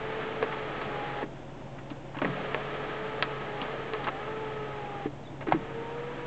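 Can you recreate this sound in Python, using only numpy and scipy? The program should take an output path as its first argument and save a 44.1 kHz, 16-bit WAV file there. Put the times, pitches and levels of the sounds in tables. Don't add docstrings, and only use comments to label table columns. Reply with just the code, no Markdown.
import sys
import numpy as np
from scipy import signal
from scipy.fft import rfft, irfft, next_fast_len
from scipy.io import wavfile
from scipy.ndimage import map_coordinates

SR = 44100
rng = np.random.default_rng(int(sys.argv[2]) if len(sys.argv) > 2 else 0)


def transcribe(u):
    v = np.clip(np.atleast_2d(u).T, -1, 1)
    q = np.round(v * 32767).astype(np.int16)
    wavfile.write(sys.argv[1], SR, q)


def elevation(decibels):
    levels = np.asarray(decibels, float)
    return 10 ** (levels / 20)


N = 276066


def along(points, hz):
    f, v = np.transpose(points)
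    return np.interp(np.log(hz + 1), np.log(f + 1), v)


def curves(rows):
    s, *cols = np.transpose(rows)
    return [np.interp(np.arange(N) / SR, s, c) for c in cols]


def wobble(rate):
    knots = rng.standard_normal(int(N * rate / SR) + 4)
    return map_coordinates(knots, [np.arange(N) * rate / SR])


def filtered(x, response):
    m = next_fast_len(len(x) + 8192)
    spectrum = rfft(x, m) * response(np.fft.rfftfreq(m, 1 / SR))
    return irfft(spectrum, m)[:len(x)]


def resonance(centre_hz, width_hz):
    return lambda f: 1j * f * width_hz / (centre_hz ** 2 - f * f + 1j * f * width_hz)


def rush(spectrum):
    x = filtered(rng.standard_normal(N), lambda hz: elevation(along(spectrum, hz)))
    return x / np.std(x)


def tone(hz, blur):
    phase = 2 * np.pi * np.cumsum(hz) / SR
    return np.sqrt(2) * np.sin(phase + blur * wobble(60))


def idle():
    # f/Hz, level/dB rms, pitch wander/Hz, level sway/dB
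    hums = [
        (36.5, -56, .8, 2.2),
        (137.7, -48.5, 1, 1.5),
        (276, -61, 2, 3),
        (549, -58.5, 2, 2),
    ]
    # f/Hz, density/dB per Hz
    cabin = [(15, -34), (30, -16.5), (50, -17), (85, -16), (115, -9), (200, -12), (330, -9.5), (430, -15.5),
             (600, -14), (900, -17.5), (1150, -24.5), (1900, -28), (3500, -34.5), (4100, -47)]
    hum = 0
    for hz, db, wander_hz, sway_db in hums:
        level = elevation(db + sway_db * wobble(4.56))
        hum = hum + level * tone(hz + wander_hz * wobble(3), blur=0.054)
    noise = rush(cabin)
    rumble = filtered(noise, lambda f: 1 / (1 + (f / 300) ** 4))
    airy = noise - rumble
    return hum + elevation(0.62 * wobble(5)) * (elevation(-44.5) * rumble + elevation(-44) * airy)


def bird():
    # t/s, length/s, start f/Hz, end f/Hz, level/dB
    chirps = [
        (5.23, .012, 4300, 3800, -62),
        (5.246, .022, 3600, 3950, -57),
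        (5.267, .014, 3600, 3350, -51),
        (5.285, .016, 3500, 3900, -61),
    ]
    out, t = np.zeros(N), np.arange(SR // 10) / SR
    for s, length, start_hz, end_hz, db in chirps:
        n = round(length * SR)
        glide_hz = np.linspace(start_hz, end_hz, n)
        whistle = np.hanning(n) * np.sin(2 * np.pi * np.cumsum(glide_hz) / SR)
        out[round(s * SR):][:n] += elevation(db) * whistle
    echoes = rng.standard_normal(len(t)) * elevation(-60 * t / .15)
    return out + .6 * signal.fftconvolve(out, echoes / np.linalg.norm(echoes))[:N]


def rings(events, spread, swell):
    out, t = np.zeros(N + SR), np.arange(SR // 2) / SR
    for (s, db, hz, t60), detunings in zip(events, rng.standard_normal((len(events), 4))):
        near = sum(0.3 * np.sin(2 * np.pi * hz * np.exp(spread * d) * t) for d in detunings)
        attack = (1 - np.exp(-t * hz / swell)) ** 2
        ring = (np.sin(2 * np.pi * hz * t) + near) * elevation(-60 * t / t60) * attack
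        out[round(s * SR):][:len(t)] += elevation(db - 1.0) * ring / np.abs(ring).max()
    return out[:N]


def higher_knocks():
    # t/s, peak level/dB, f/Hz, t60/s
    high_blows = [(2.218, -27.5, 617, 0.14), (2.245, -23.5, 485, 0.063), (2.545, -26.5, 626, 0.16),
                  (3.225, -24, 494, 0.033), (4.074, -30.5, 403, 0.1), (5.058, -27.5, 432, 0.12),
                  (5.41, -33.5, 623, 0.11)]
    return rings(high_blows, spread=0.13, swell=0.6)


def thuds():
    # t/s, peak level/dB, f/Hz, t60/s
    booms = [
        (2.248, -28.5, 181.6, 0.55),
        (2.287, -30.5, 138.4, 0.28),
        (5.527, -27, 161, 0.21),
        (5.56, -40, 204, 0.35),
    ]
    return rings(booms, spread=0.16, swell=0.77)


def knocks():
    # t/s, peak level/dB, f/Hz, t60/s
    blows = [(0.426, -18, 467, 0.064), (0.439, -29, 400, 0.07), (1.226, -25, 410, 0.11),
             (1.236, -24.5, 298, 0.097), (1.912, -29, 288, 0.12), (2.166, -30, 285, 0.1),
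             (2.216, -22, 296, 0.068), (2.23, -23, 263, 0.08), (2.244, -23.5, 283, 0.11),
             (2.257, -31, 275, 0.044), (2.287, -29, 268, 0.058), (2.544, -28, 463, 0.11),
             (3.223, -25, 700, 0.082), (3.617, -26.5, 260, 0.049), (3.933, -25, 434.6, 0.17),
             (5.057, -20.5, 297, 0.092), (5.469, -26, 400, 0.19), (5.482, -20, 317, 0.12),
             (5.527, -22, 758, 0.05), (5.537, -23, 284.5, 0.14), (5.546, -15.5, 311, 0.08)]
    return rings(blows, spread=0.168, swell=0.4)


def clicks():
    # t/s, peak level/dB, bright part level/dB, t60/s
    contacts = [(0.4258, -10.5, -34, 0.073), (0.5241, -17.5, -26, .099), (.813, -18.5, -5, 0.11),
                (1.2271, -19.5, -29, 0.083), (1.785, -28.5, -15, .1), (1.902, -27, 0, 0.13),
                (2.1445, -26.5, -21, .27), (2.1687, -24.5, -13.5, 0.23), (2.1874, -21, -19, 0.052),
                (2.2171, -12, -25, 0.057), (2.23, -20, -27, 0.12), (2.2514, -14, -24, 0.024),
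                (2.5449, -9.5, -35, .033), (3.224, -9, -2.5, .066), (3.614, -20, -1.5, 0.21),
                (3.9358, -16, -30, 0.1), (4.042, -21, -1, .071), (4.0501, -24, -13, .037),
                (4.0712, -10.5, -14, 0.067), (4.0845, -11.5, -28, 0.029), (5.4084, -23.5, -13, 0.11),
                (5.4193, -28, -22, .09), (5.469, -21, -18, .12), (5.4834, -20, -24, 0.12),
                (5.5115, -19, -25, .09), (5.5225, -9, -22, 0.047), (5.5357, -18, -25, 0.097),
                (5.5468, -25.5, -24, .12)]
    # f/Hz, width/Hz
    modes = [(630, 140), (880, 240), (1090, 45), (1290, 100), (1650, 240), (1900, 150), (2150, 90),
             (2420, 150), (2750, 400), (3250, 180), (3830, 49), (4500, 170)]
    out, t = np.zeros(N + SR), np.arange(SR // 5) / SR
    rise = 1 - np.exp(-t / 0.000067)

    def panel(f):
        return 0.49 + sum(resonance(hz, width)(f) for hz, width in modes)

    def body_response(f):
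        return panel(f) * resonance(1160, 1740)(f) ** 2 / (1 + 1j * f / 2500) ** 2

    def bright_response(f):
        return panel(f) * resonance(3000, 2600)(f) ** 2

    grits = rng.standard_normal((len(contacts), 2, len(t)))
    for (s, db, bright_db, t60), grit in zip(contacts, grits):
        body = filtered(grit[0] * rise * elevation(-60 * t / t60), body_response)
        bright = filtered(grit[1] * rise * elevation(-95 * t / t60), bright_response)
        crack = body / np.abs(body).max() + elevation(bright_db - 3.5) * bright / np.abs(bright).max()
        out[round(s * SR):][:len(t)] += elevation(db - 8.5) * crack
    return out[:N]


def snaps():
    # t/s, peak level/dB, centre f/Hz, width/Hz
    impacts = [(0.427, -22.5, 2000, 2200), (2.17, -39, 2800, 700), (2.187, -31, 2720, 596),
               (2.2167, -28, 1400, 1400), (2.247, -21, 1920, 500), (2.2512, -22, 1900, 600),
               (2.545, -21, 2480, 800), (3.225, -5.5, 2090, 3000), (3.2261, -27, 2200, 1810),
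               (3.228, -15, 1830, 1500), (3.616, -24.5, 2820, 700), (3.9353, -22, 2190, 1960),
               (4.0692, -20, 1070, 500), (4.0798, -26, 950, 600), (5.522, -8.5, 766, 323),
               (5.5232, -17.5, 1640, 1200)]
    out, push = np.zeros(N), np.eye(1, 400)[0]
    for s, db, hz, width_hz in impacts:
        snap = filtered(push, lambda f: resonance(hz, width_hz)(f) ** 2)
        out[round(s * SR):][:len(push)] += elevation(db) * snap / np.abs(snap).max()
    return out


def motor(burst, speed):
    # f/Hz, density/dB per Hz
    rails = [(90, -39.5), (160, -12), (360, -10), (430, -4.5), (480, -5.5), (830, -9), (1010, -13),
             (1280, -7.5), (1430, -14.5), (1650, -10.5), (2000, -14), (3300, -21), (4000, -32), (5200, -33)]
    # f/Hz, width/Hz, level/dB rms
    sings = [(395, 80, -53), (438, 66, -42), (476, 64, -41.5), (790, 90, -42), (827, 38, -44),
             (870, 26, -48), (900, 40, -54), (930, 50, -48), (968, 50, -51), (1215, 70, -55),
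             (1283, 80, -51)]
    t = np.arange(N) / SR
    start, stop, first_db, last_db, run_up = burst
    free_hz, effort_db = curves(speed)
    hz = free_hz - 60 * np.exp(-((t - 4.105) / .115) ** 2)
    coast = np.exp(-np.clip(t - stop, 0, None) / 0.01)
    on = np.clip((t - start) / run_up + 1, 0, 1) * coast

    def roof(f):
        return np.sqrt(sum(elevation(2 * db) / (1 + (2 * (f - c) / width) ** 2) ** 4 for c, width, db in sings))

    whine = 0
    for k in (1, 2, 3):
        level = roof(k * hz) * elevation(effort_db + .5 + 1.5 * wobble(20))
        whine = whine + level * tone(k * hz, blur=.06 + .08 * k)
    travel = np.clip((t - start) / (stop - start), 0, 1) ** 1.76
    judder = elevation(.5 * wobble(12) + .6 * wobble(70))
    cables = elevation(first_db + (last_db - first_db) * travel + 5) * judder * rush(rails)
    return on * (on ** 2 * whine + cables)


def sliding_roof():
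    # start t/s, stop t/s, cable rush at start/dB, at stop/dB, run-up/s
    bursts = [
        (0, 1.226, -42.5, -42, .03),
        (2.256, 5.066, -42, -48, .038),
        (5.576, 6.26, -49.5, -47, .06),
    ]
    # t/s, commutator f/Hz, effort/dB
    loads = [
        [(0, 437, 0), (.35, 441, 0), (.7, 428, 0), (.86, 427, 0), (.96, 412, 0), (1.24, 413, 1)],
        [(2.25, 426, -3), (2.95, 428, 0), (3.05, 434, 0), (3.27, 435, 0), (3.63, 411, 0), (3.73, 449, -2),
         (4.4, 437, 2.5), (4.75, 421, 1.5), (5.06, 397, 1)],
        [(5.56, 448, -5), (5.7, 454, 0), (5.86, 463, 1), (6.12, 485, 0), (6.26, 481, -1)],
    ]
    return sum(motor(burst, speed) for burst, speed in zip(bursts, loads))


def scene():
    hits = higher_knocks() + thuds() + knocks() + clicks() + snaps()
    return (idle() + bird() + hits + sliding_roof())[None]


def dulled(x):
    return signal.sosfilt(signal.butter(10, 4250, fs=SR, output="sos"), x)


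def amplifier():
    # f/Hz, density/dB per Hz
    hiss = [(200, 0.5), (5000, -1.5), (7300, -2), (7900, -6), (8400, -15), (8900, -31), (10000, -90)]
    whistle = elevation(-89) * np.sin(2 * np.pi * 6222 * np.arange(N) / SR)
    return elevation(-66.5) * rush(hiss) + whistle - .0033


def band_limit(x):
    return signal.sosfilt(signal.butter(12, 8820, fs=SR, output="sos"), x)


def record(dry):
    mix = dulled(dry) + amplifier()
    return band_limit(mix)


dry = scene()
out = record(dry)
transcribe(out)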